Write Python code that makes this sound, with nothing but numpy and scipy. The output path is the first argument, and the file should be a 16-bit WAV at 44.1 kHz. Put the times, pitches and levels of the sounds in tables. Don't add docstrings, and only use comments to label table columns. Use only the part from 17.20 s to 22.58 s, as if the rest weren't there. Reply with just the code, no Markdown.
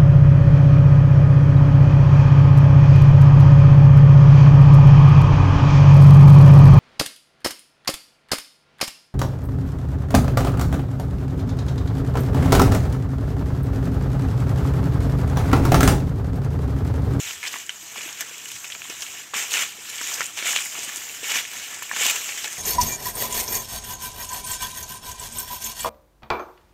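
import sys
import numpy as np
from scipy import signal
from scipy.fft import rfft, irfft
from scipy.io import wavfile
from scipy.ndimage import uniform_filter1d

SR = 44100
rng = np.random.default_rng(int(sys.argv[2]) if len(sys.argv) > 2 else 0)


def pcm_store(signal):
    levels = np.round(np.clip(np.atleast_2d(signal), -1, 1) * 32767)
    wavfile.write(sys.argv[1], SR, levels.astype(np.int16).T)


def invert_db(level):
    return 10 ** (np.asarray(level, dtype=float) / 20)


N = 237213

# frequency_hz, density_db (per Hz)
LITTER_COLOUR = [(120, -72), (200, -19), (321, -16), (576, -11.5), (1010, -9.5), (2470, -1.5), (3020, -1.5),
                 (3600, -5.5), (4520, -11), (5940, -3), (7250, -0.5), (8300, -6), (9710, -14.5),
                 (12500, -5.5), (14300, -9.5), (15600, -11)]
SIZE_EDGES_HZ = [0, 1300, 4500, 9700, 30000]
# sole_db, rustle_db, brightness_share
LITTER_SIZES = [
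    (-14, -12.5, 0),
    (-0.5, -1, 0.27),
    (-0.5, 1.5, 1),
    (-9.5, -7, 0.98),
]
# time_s, level_db, brightness_db
RUSTLE = [(0, -57, -7), (.2, -43, -6), (.55, -45, 0), (.68, -43.5, 1.5), (1.07, -40, -2.5), (1.42, -44, 2),
          (1.6, -41.5, -1), (1.9, -39, -1.5), (2.12, -46.5, -2), (2.6, -43.5, -2), (3.13, -42, -2),
          (3.5, -39.5, 2.5), (3.82, -44.5, 5.5), (4.01, -46.5, 6), (4.27, -48, -12), (4.66, -40.5, -2.5),
          (5.15, -38, 0), (5.38, -38.5, 0.5)]
# full_weight_s, rise_s, release_s, level_db,
# brightness_db
PRESSES = [(.07, 0.34, 0.22, -34, 1.5), (.236, 0.018, .06, -37, -2), (.275, 0.08, 0.032, -32.5, 0),
           (.347, 0.17, 0.18, -35.5, 0.5), (.8, 0.097, 0.27, -35, -4), (1.016, 0.042, 0.027, -31.5, -1),
           (1.33, 0.12, 0.098, -41, 1.5), (1.704, 0.012, 0.087, -32.5, -6.5),
           (1.828, 0.046, 0.082, -41.5, 6.5), (2.141, 0.0059, 0.073, -24, -8.5),
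           (2.169, 0.033, 0.22, -29.5, 3), (2.345, 0.074, 0.21, -24.5, 0), (2.425, 0.13, 0.043, -28, 1),
           (2.93, 0.47, 0.13, -33, 3), (3.01, 0.088, 0.098, -29.5, -2.5), (3.177, 0.02, 0.32, -31, -3.5),
           (3.273, 0.061, 0.12, -24.5, -2.5), (3.37, 0.26, 0.19, -32.5, 3.5), (3.55, 0.036, 1, -33.5, -8),
           (4.034, 0.0064, 0.34, -31, -1.5), (4.165, 0.11, 0.09, -25, 0), (4.36, 0.24, 0.59, -36, 1.5),
           (4.851, 0.14, 0.15, -21, 0), (4.96, 0.036, 0.34, -34, 4),
           (0.134, 0.025, 0.022, -39.5, 5), (1.445, .006, 0.042, -35, -6), (2.0, 0.15, .08, -40.5, -1.5),
          (2.70, 0.05, 0.029, -41.5, 5), (3.06, 0.037, 0.053, -44, 12.5), (3.645, 0.061, .05, -44.5, 12),
          (4.11, 0.065, 0.041, -30.5, 0), (4.545, 0.017, 0.015, -36, 0), (4.625, .006, 0.037, -45, 6),
          (4.905, .04, 0.03, -31, 5), (5.09, 0.0081, 0.033, -30, -9), (5.176, 0.0071, 0.094, -35.5, 4.5),
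          (1.36, .04, 0.023, -40.5, 3), (2.31, .012, .05, -37, 8), (4.765, 0.022, 0.016, -31, 0),
          (3.31, .05, .05, -33.5, 6), (5.245, 0.014, 0.043, -28.5, -2), (5.33, 0.069, 0.015, -42.5, 8)]
# fullest_s, rise_s, release_s, level_db
DUST_SIFTS = [
    (3.8, .25, .5, -43.5),
    (4.97, .08, .3, -45),
]
# frequency_hz, density_db (per Hz)
RUMBLE_COLOUR = [(15, -50), (25, -16), (38, -28), (87, -8), (380, -9), (640, -30), (990, -120)]

SOME_SNAPS = [
    (.3406, -20, 2100, .012),
    (.494, -26, 5900, .015),
    (1.5504, -21.5, 2710, .007),
    (1.6187, -21, 2350, .005),
    (3.7598, -13.5, 7500, .008),
    (3.7707, -17, 7830, .01),
    (1.4795, -31, 7000, .01),
]
TWIGS = [(0.3405, -26, 1250, 0.018), (0.358, -26.5, 1120, 0.034), (0.759, -29.5, 1120, 0.033),
         (1.4425, -34.5, 1260, 0.018), (1.549, -31.5, 1290, 0.029), (1.653, -35, 1000, 0.02),
         (2.136, -21, 1120, 0.016), (2.812, -31, 990, 0.035), (3.006, -22.5, 1320, 0.033),
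         (3.36, -24, 1090, 0.023), (4.03, -30.5, 446, 0.014), (4.6225, -28, 990, 0.018),
         (4.732, -29, 1030, 0.028), (4.859, -25.5, 950, 0.018), (5.243, -37, 910, 0.042)]
LEAVES = [(0.1085, -22.5, 2930, 0.018), (0.23, -18, 2100, 0.014), (0.2369, -20, 2030, 0.049),
          (0.2526, -21, 2460, 0.027), (0.2697, -17.5, 2950, 0.03), (0.2764, -29, 3380, 0.018),
          (0.4936, -25, 1740, 0.026), (0.503, -24, 3220, 0.02), (0.781, -23, 2890, 0.018),
          (0.8086, -22, 2500, 0.018), (0.8899, -25, 2880, 0.024), (1.0084, -18.5, 2090, 0.015),
          (1.021, -29, 1770, 0.034), (1.1443, -28, 2390, 0.016), (1.257, -25.5, 2900, 0.018),
          (1.3174, -25, 3140, 0.02), (1.4432, -26, 2620, 0.018), (1.451, -30, 2180, 0.02),
          (1.501, -28.5, 2570, 0.037), (1.5208, -22.5, 3160, 0.027), (1.7, -28, 2800, 0.018),
          (1.8238, -21, 2990, 0.046), (1.865, -25, 2790, 0.018), (3.458, -22, 2040, 0.024),
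          (3.69, -24.5, 1870, 0.029), (4.043, -19.5, 2480, 0.015), (4.367, -25, 2450, 0.019),
          (2.339, -7, 2820, 0.011), (2.371, -12.5, 2640, 0.024), (2.3798, -13, 2640, 0.015),
                  (2.3928, -10, 2750, 0.012), (2.4217, -18, 3150, 0.019), (2.8129, -21, 1730, 0.014),
                  (3.007, -12, 2170, 0.012), (3.0156, -17.5, 1900, 0.024), (3.189, -17, 2960, 0.023),
                  (3.2248, -19, 2320, 0.03), (3.362, -8.5, 3000, 0.02), (3.3736, -10, 2900, 0.0097),
                  (3.3876, -15, 2420, 0.009), (3.552, -23, 2700, 0.018), (4.118, -18, 2550, 0.026),
                  (4.174, -13.5, 2440, 0.014), (4.1875, -13.5, 2890, 0.023), (4.2514, -22.5, 2300, 0.015),
                  (4.6235, -30, 2486, 0.015), (4.7373, -23, 2270, 0.012), (3.0165, -25, 1300, 0.015),
                  (4.7965, -15, 2190, 0.012), (4.85, -19, 2930, 0.016), (4.8655, -12.5, 2850, 0.0079),
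                  (4.882, -21, 2740, 0.016), (4.8987, -9.5, 2560, 0.014), (4.9623, -15.5, 2590, 0.019),
                  (5.1208, -22.5, 2540, 0.03), (5.2448, -26, 1760, 0.029), (5.2755, -26, 2380, 0.027)]
FLAKES = [(0.0156, -22, 6400, 0.029), (0.2289, -29, 6100, 0.013), (0.2757, -20, 5230, 0.013),
          (0.2834, -25, 7030, 0.016), (0.328, -26, 6300, 0.013), (0.386, -25, 7080, 0.013),
          (0.4644, -26, 7350, 0.013), (0.493, -25, 7160, 0.028), (0.817, -23, 6130, 0.013),
          (0.9277, -20, 6300, 0.013), (0.9862, -37, 7480, 0.013), (1.008, -15, 6550, 0.022),
          (1.013, -18, 6800, 0.013), (1.1814, -24, 6800, 0.013), (1.2544, -22, 7100, 0.013),
          (1.284, -26, 6500, 0.011), (1.3164, -21.5, 6930, 0.013), (1.343, -28, 6230, 0.013),
          (1.501, -26, 6630, 0.013), (1.699, -18.5, 6050, 0.014), (1.821, -16, 5840, 0.013),
          (1.83, -24, 6940, 0.012), (3.5904, -17, 6600, 0.019), (3.692, -21, 6940, 0.019),
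          (3.7339, -30, 7500, 0.013), (3.852, -31, 6400, 0.013), (4.529, -26.5, 7210, 0.013),
          (4.545, -21, 6840, 0.013), (5.2415, -26, 7270, 0.013),
          (2.338, -10.5, 6540, 0.015), (2.356, -21, 7100, 0.013), (2.392, -14, 6200, 0.014),
                  (2.757, -20, 7200, 0.0063), (2.862, -24, 7000, 0.0081), (2.873, -16.5, 7040, 0.0085),
                  (2.939, -14, 6000, 0.014), (2.9966, -23, 6990, 0.013), (3.008, -14.5, 6080, 0.017),
                  (3.0294, -21, 6970, 0.013), (3.042, -18, 7500, 0.013), (3.058, -17, 7200, 0.013),
                  (3.273, -11.5, 7700, 0.014), (3.3616, -10.5, 7200, 0.021), (3.4564, -29, 6740, 0.014),
                  (3.466, -20, 7060, 0.013), (4.119, -12, 7100, 0.013), (4.623, -27, 7200, 0.013),
                  (4.8648, -9, 6500, 0.014), (4.9586, -18, 7360, 0.013)]
DUST = [(0.8764, -29, 11700, 0.012), (1.008, -14.5, 12400, 0.016), (1.1812, -31, 14000, 0.01),
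        (1.2834, -33, 12700, 0.012), (1.3169, -29, 11500, 0.015), (2.7, -26, 10900, 0.012),
        (2.8624, -31, 13100, 0.012), (2.8724, -30, 12500, 0.012), (2.942, -23, 12200, 0.012),
        (3.2864, -23, 11500, 0.012), (3.3284, -22, 11000, 0.012), (3.457, -21, 11800, 0.012),
        (3.76, -33, 12500, 0.01), (3.7704, -32, 12500, 0.0065), (4.0826, -23, 12400, 0.012),
        (4.628, -22, 12800, 0.015), (4.865, -10.5, 12800, 0.012), (4.899, -10, 12500, 0.015),
        (4.9616, -22, 12200, 0.012), (5.2465, -26, 12700, 0.014)]
BURIED_STICKS = [(.225, -48, 606, .02), (.781, -36, 580, 0.022), (1.112, -42, 520, 0.048),
                 (1.562, -38, 620, .025), (1.697, -36.5, 409, .025), (2.301, -44, 447, .025),
                 (2.585, -43, 400, .025), (2.811, -34, 496, .02), (3.005, -30.5, 550, 0.036),
                 (3.225, -33.5, 590, 0.028), (3.255, -33, 673, .02), (3.288, -32, 670, 0.029),
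                 (3.585, -33.5, 549, 0.025), (3.676, -40.5, 301, 0.025), (3.773, -43, 345, 0.027),
                 (4.116, -37, 676, .02), (4.769, -33.5, 387, 0.036), (4.81, -31, 495, 0.028),
                 (4.857, -28, 664, 0.017), (5.006, -43, 406, .025), (5.283, -43, 495, .025),
                 (.106, -29.5, 1210, .02), (0.251, -33, 1324, .02), (.877, -36, 1077, 0.026),
                 (1.3175, -39, 1077, .02), (1.8245, -34, 1249, .02), (2.149, -34, 1238, .02),
                 (2.434, -25.5, 1303, .02), (2.9155, -30, 1140, .02), (3.292, -26, 1303, 0.022),
                 (3.5525, -31, 1281, .02), (4.157, -25, 1230, 0.022), (4.5695, -37, 920, 0.018),
                 (4.679, -38, 1098, .02), (4.789, -34, 1227, .02)]
MORE_LEAVES = [(0.264, -21, 2500, 0.024), (.279, -23, 3300, .015), (.359, -29, 2200, 0.014),
               (.9755, -31, 2293, .015), (1.3023, -27, 2630, .015), (1.364, -29, 2540, 0.017),
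               (2.3074, -29, 3030, .02), (2.3187, -20, 3630, .015), (2.35, -17, 2800, .015),
               (2.357, -16, 2700, .015), (2.4388, -18, 3130, .015), (2.7828, -20, 3020, .015),
               (2.7912, -25, 2283, 0.016), (2.9585, -24, 2390, .015), (3.2671, -15.5, 2050, 0.016),
               (3.2875, -20, 2300, .015), (3.3055, -20, 2400, .015), (3.3327, -20, 1880, 0.019),
               (3.3575, -16, 2900, .012), (3.5238, -24, 3155, .015), (3.8164, -29, 2121, .015),
               (3.8825, -31, 1960, .015), (3.895, -24, 2724, .015), (4.0952, -18, 2440, 0.017),
               (4.1144, -17, 2840, .012), (4.1584, -17, 2730, .015), (4.167, -18, 2500, .015),
               (4.208, -24, 2200, .015), (4.2433, -27, 3160, .012), (4.7633, -20, 1860, 0.035),
               (4.827, -11, 2500, 0.023), (4.936, -23, 2700, .012), (5.091, -21.5, 2350, 0.02),
               (5.1757, -30, 1800, 0.022), (5.242, -21.5, 3970, 0.03), (5.204, -35, 3400, .015)]
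MORE_FLAKES = [(.265, -24, 5340, .015), (.281, -18, 5360, .013), (.945, -31, 6200, .013),
               (1.2457, -28, 7400, .013), (1.807, -20, 6660, 0.016), (1.826, -22, 6223, .013),
               (2.3337, -12.5, 7060, 0.014), (2.376, -17, 7192, .013), (2.782, -22.5, 5814, .013),
               (2.8138, -19, 7375, .013), (2.824, -26, 6331, .013), (2.942, -15, 6240, .015),
               (3.065, -20, 8300, .013), (3.232, -24, 6105, .013), (3.3133, -17, 6848, .013),
               (3.3278, -15, 7084, .013), (3.407, -17, 8000, .013), (3.451, -17, 7967, .013),
               (3.544, -22, 7332, .013), (3.647, -17, 8500, .013), (5.279, -18, 7041, 0.014),
               (5.329, -21, 7600, .013), (.0637, -30, 11563, .012), (2.3187, -31, 11143, .012),
               (2.43, -25, 11983, .012), (2.557, -35, 12737, .012), (2.8207, -27, 12941, .012),
               (2.907, -24, 12425, .012), (3.0095, -29, 12662, .012), (3.3747, -27, 11488, .012),
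               (3.6472, -31, 11445, .012), (3.8285, -34, 13534, .012), (4.694, -28, 14029, .012),
               (4.9098, -11, 13943, .012)]

# start_s, peak_db, pitch_hz
THUDS = [(0.055, -48, 92), (.34, -49, 220), (.605, -52, 220), (.63, -48, 320), (1.01, -47, 260),
         (0.167, -51, 87), (0.77, -49, 230), (0.858, -39, 320), (1.342, -51, 98), (1.688, -59, 213),
         (1.706, -48, 334), (2.157, -40, 227), (2.813, -49, 230), (2.999, -45, 163), (3.46, -52, 200),
         (3.621, -54, 150), (3.66, -44, 520), (4.154, -40, 244), (4.179, -60, 112), (4.729, -47, 218),
         (4.861, -36, 310)]
# start_s, peak_db, pitch_hz, turns_to_peak (cycles)
RINGING_TWIGS = [
    (.4934, -23.5, 2050, 1.7),
    (0.4933, -18, 3050, 3.4),
    (1.4435, -29.5, 2510, 3.5),
    (4.623, -24, 1770, 1.1),
    (4.695, -26, 2300, 1.4),
    (4.713, -15.5, 1740, 1.5),
    (4.713, -22.5, 1080, 1.2),
    (5.273, -30, 1720, 3.0),
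]


def evened(x):
    return x / np.sqrt(np.mean(x ** 2) + 1e-20)


def read(points, hz):
    f, value = np.transpose(points)
    return np.interp(np.log(hz + 1), np.log(f + 1), value)


def causal(points, size=4096):
    gain_db = np.maximum(read(points, abs(np.fft.fftfreq(size, 1 / SR))), -100)
    log_gain = np.log(invert_db(gain_db))
    return np.fft.ifft(np.exp(np.conj(signal.hilbert(log_gain)))).real[:size // 2]


def wander(seconds):
    size = max(int(seconds * SR), 1)
    once = uniform_filter1d(rng.standard_normal(N), size)
    return evened(uniform_filter1d(once, size))


def contact_power(t, s, rise, release, db):
    away = abs(t - s) / np.maximum(np.where(t < s, rise, release), .002)
    return invert_db(db - 22.5 * away ** 1.316) ** 2


def pressure_db():
    t = np.arange(0, N + 64, 64) / SR
    sole_db, rustle_db, share = np.transpose(LITTER_SIZES)[:, :, None]
    s, db, bright_db = np.transpose(RUSTLE)
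    power = invert_db(np.interp(t, s, db) + rustle_db + share * np.interp(t, s, bright_db)) ** 2
    for s, rise, release, db, bright_db in PRESSES:
        power = power + contact_power(t, s, rise, release, db + sole_db + share * bright_db)
    for s, rise, release, db in DUST_SIFTS:
        power[-1] += contact_power(t, s, rise, release, db)
    return [np.interp(np.arange(N) / SR, t, 10 * np.log10(row)) for row in power]


def crackle(per_s, spread_db, clump_db, hiss, count=48):
    t, out = np.arange(1024) / SR, np.zeros(N)
    busy = invert_db(clump_db * wander(0.0047) + 1.1 * wander(.02))
    chance = rng.random((count, N))
    size = invert_db(spread_db * np.minimum(rng.exponential(1, N), 3.8))
    for k, hz in enumerate(np.geomspace(300, 15000, count)):
        cycles = rng.uniform(1.0, 5.1)
        shard = np.sin(2 * np.pi * hz * t) * np.exp(-t * hz / cycles) * np.minimum(t * hz, 1)
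        shard_gain = np.sqrt(hz) / np.linalg.norm(shard)
        rate = per_s * (hz / 2000) ** .6 * busy
        train = (chance[k] < rate / SR) * np.roll(size, 997 * k) / np.sqrt(rate.mean())
        out += signal.oaconvolve(train, shard * shard_gain)[:N]
    wide = (rng.random(N) < 500 * busy / SR) * size * rng.choice([-1., 1.], N)
    return evened(out) + 0.49 * evened(wide) + hiss * np.sqrt(busy) * rng.standard_normal(N)


def shifting(x, patchy_db=1.5):
    z = signal.stft(x, nperseg=256)[2]
    across_pitch = uniform_filter1d(rng.standard_normal(z.shape), size=5, axis=0)
    patches = uniform_filter1d(across_pitch, size=14, axis=1)
    return signal.istft(z * invert_db(patchy_db * evened(patches)), nperseg=256)[1][:N]


def litter(levels_db):
    hiss = 1.6 * invert_db(.15 * (levels_db[1] - levels_db[1].mean()))
    cracks = crackle(per_s=150, spread_db=3.7, clump_db=1.5, hiss=hiss)
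    source = shifting(cracks / np.sqrt(1.2 + hiss ** 2))
    z = rfft(signal.oaconvolve(source, causal(LITTER_COLOUR))[:N])
    hz = np.fft.rfftfreq(N, 1 / SR)
    below = [1 / (1 + (hz / (edge + 1)) ** 12) for edge in SIZE_EDGES_HZ]
    out = np.zeros(N)
    for k, db in enumerate(levels_db):
        out += invert_db(db) * evened(irfft(z * (below[k + 1] - below[k]), N))
    return out


def rumble(leaves_db):
    step_db = 0.13 * (leaves_db - leaves_db.mean())
    gain = invert_db(read(RUMBLE_COLOUR, np.fft.rfftfreq(N, 1 / SR)))
    noise = irfft(rfft(rng.standard_normal(N)) * gain, N)
    return invert_db(-60) * evened(noise) * invert_db(step_db + 0.39 * wander(0.036))


def snaps(wide_db=-15):
    t, out = np.arange(2048) / SR, np.zeros(N + 2048)
    colour = causal(LITTER_COLOUR)
    rows = SOME_SNAPS + TWIGS + LEAVES + FLAKES + DUST
    rows = rows + BURIED_STICKS + MORE_LEAVES + MORE_FLAKES
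    for (s, db, hz, t60), splinters in zip(rows, rng.standard_normal((len(rows), len(t)))):
        turns = np.sqrt(hz / 780) if hz < SIZE_EDGES_HZ[2] else 2.2
        burst = splinters * invert_db(-60 * t / max(t60, .004)) * np.minimum(t / .0004, 1)
        burst[8] = 5.5
        mode = np.sin(2 * np.pi * hz * t) * np.exp(-t * hz / max(turns, .4))
        ring = signal.fftconvolve(burst, mode)[:len(t)]
        ring = signal.lfilter(*signal.butter(2, 0.55 * hz, "high", fs=SR), ring)
        wide = signal.fftconvolve(burst, colour)[:len(t)]
        sound = ring / abs(ring).max() + invert_db(wide_db) * wide / abs(wide).max()
        out[round(s * SR):][:len(t)] += invert_db(db) * sound
    return out[:N]


def swelling_tone(t, hz, turns):
    decay = t * hz / turns
    return np.sin(2 * np.pi * hz * t) * decay * np.exp(1 - decay)


def thuds(turns=0.85):
    t, out = np.arange(4096) / SR, np.zeros(N + 4096)
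    for s, db, hz in THUDS:
        out[round(s * SR):][:len(t)] += invert_db(db) * swelling_tone(t, hz, turns)
    return out[:N]


def ringing():
    t, out = np.arange(2048) / SR, np.zeros(N + 2048)
    for s, db, hz, turns in RINGING_TWIGS:
        out[round(s * SR):][:len(t)] += invert_db(db) * swelling_tone(t, hz, turns)
    return out[:N]


def undergrowth(x, t60=0.052):
    at = np.arange(60, 6000, 20) + rng.integers(0, 20, 297)
    taps = np.zeros(6100)
    taps[at] = rng.choice([-1., 1.], len(at)) * invert_db(-60 * at / SR / t60)
    return signal.oaconvolve(x, taps / np.linalg.norm(taps))[:N]


def scene():
    levels_db = pressure_db()
    near = invert_db(-0.95) * litter(levels_db) + snaps() + ringing()
    scatter = invert_db(-12.5) * undergrowth(near)
    return (near + scatter + thuds() + rumble(levels_db[1]))[None]


def top_cut(x):
    return signal.sosfilt(signal.butter(12, 16830, fs=SR, output="sos"), x)


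def record(dry):
    ceiling, edge_hz = .75, 15680
    rounded = ceiling * np.tanh(dry / ceiling)
    edge = signal.firwin(1535, edge_hz, window=("kaiser", 7), fs=SR)
    return top_cut(signal.oaconvolve(rounded, edge[None], "same"))


dry = scene()
out = record(dry)
pcm_store(out)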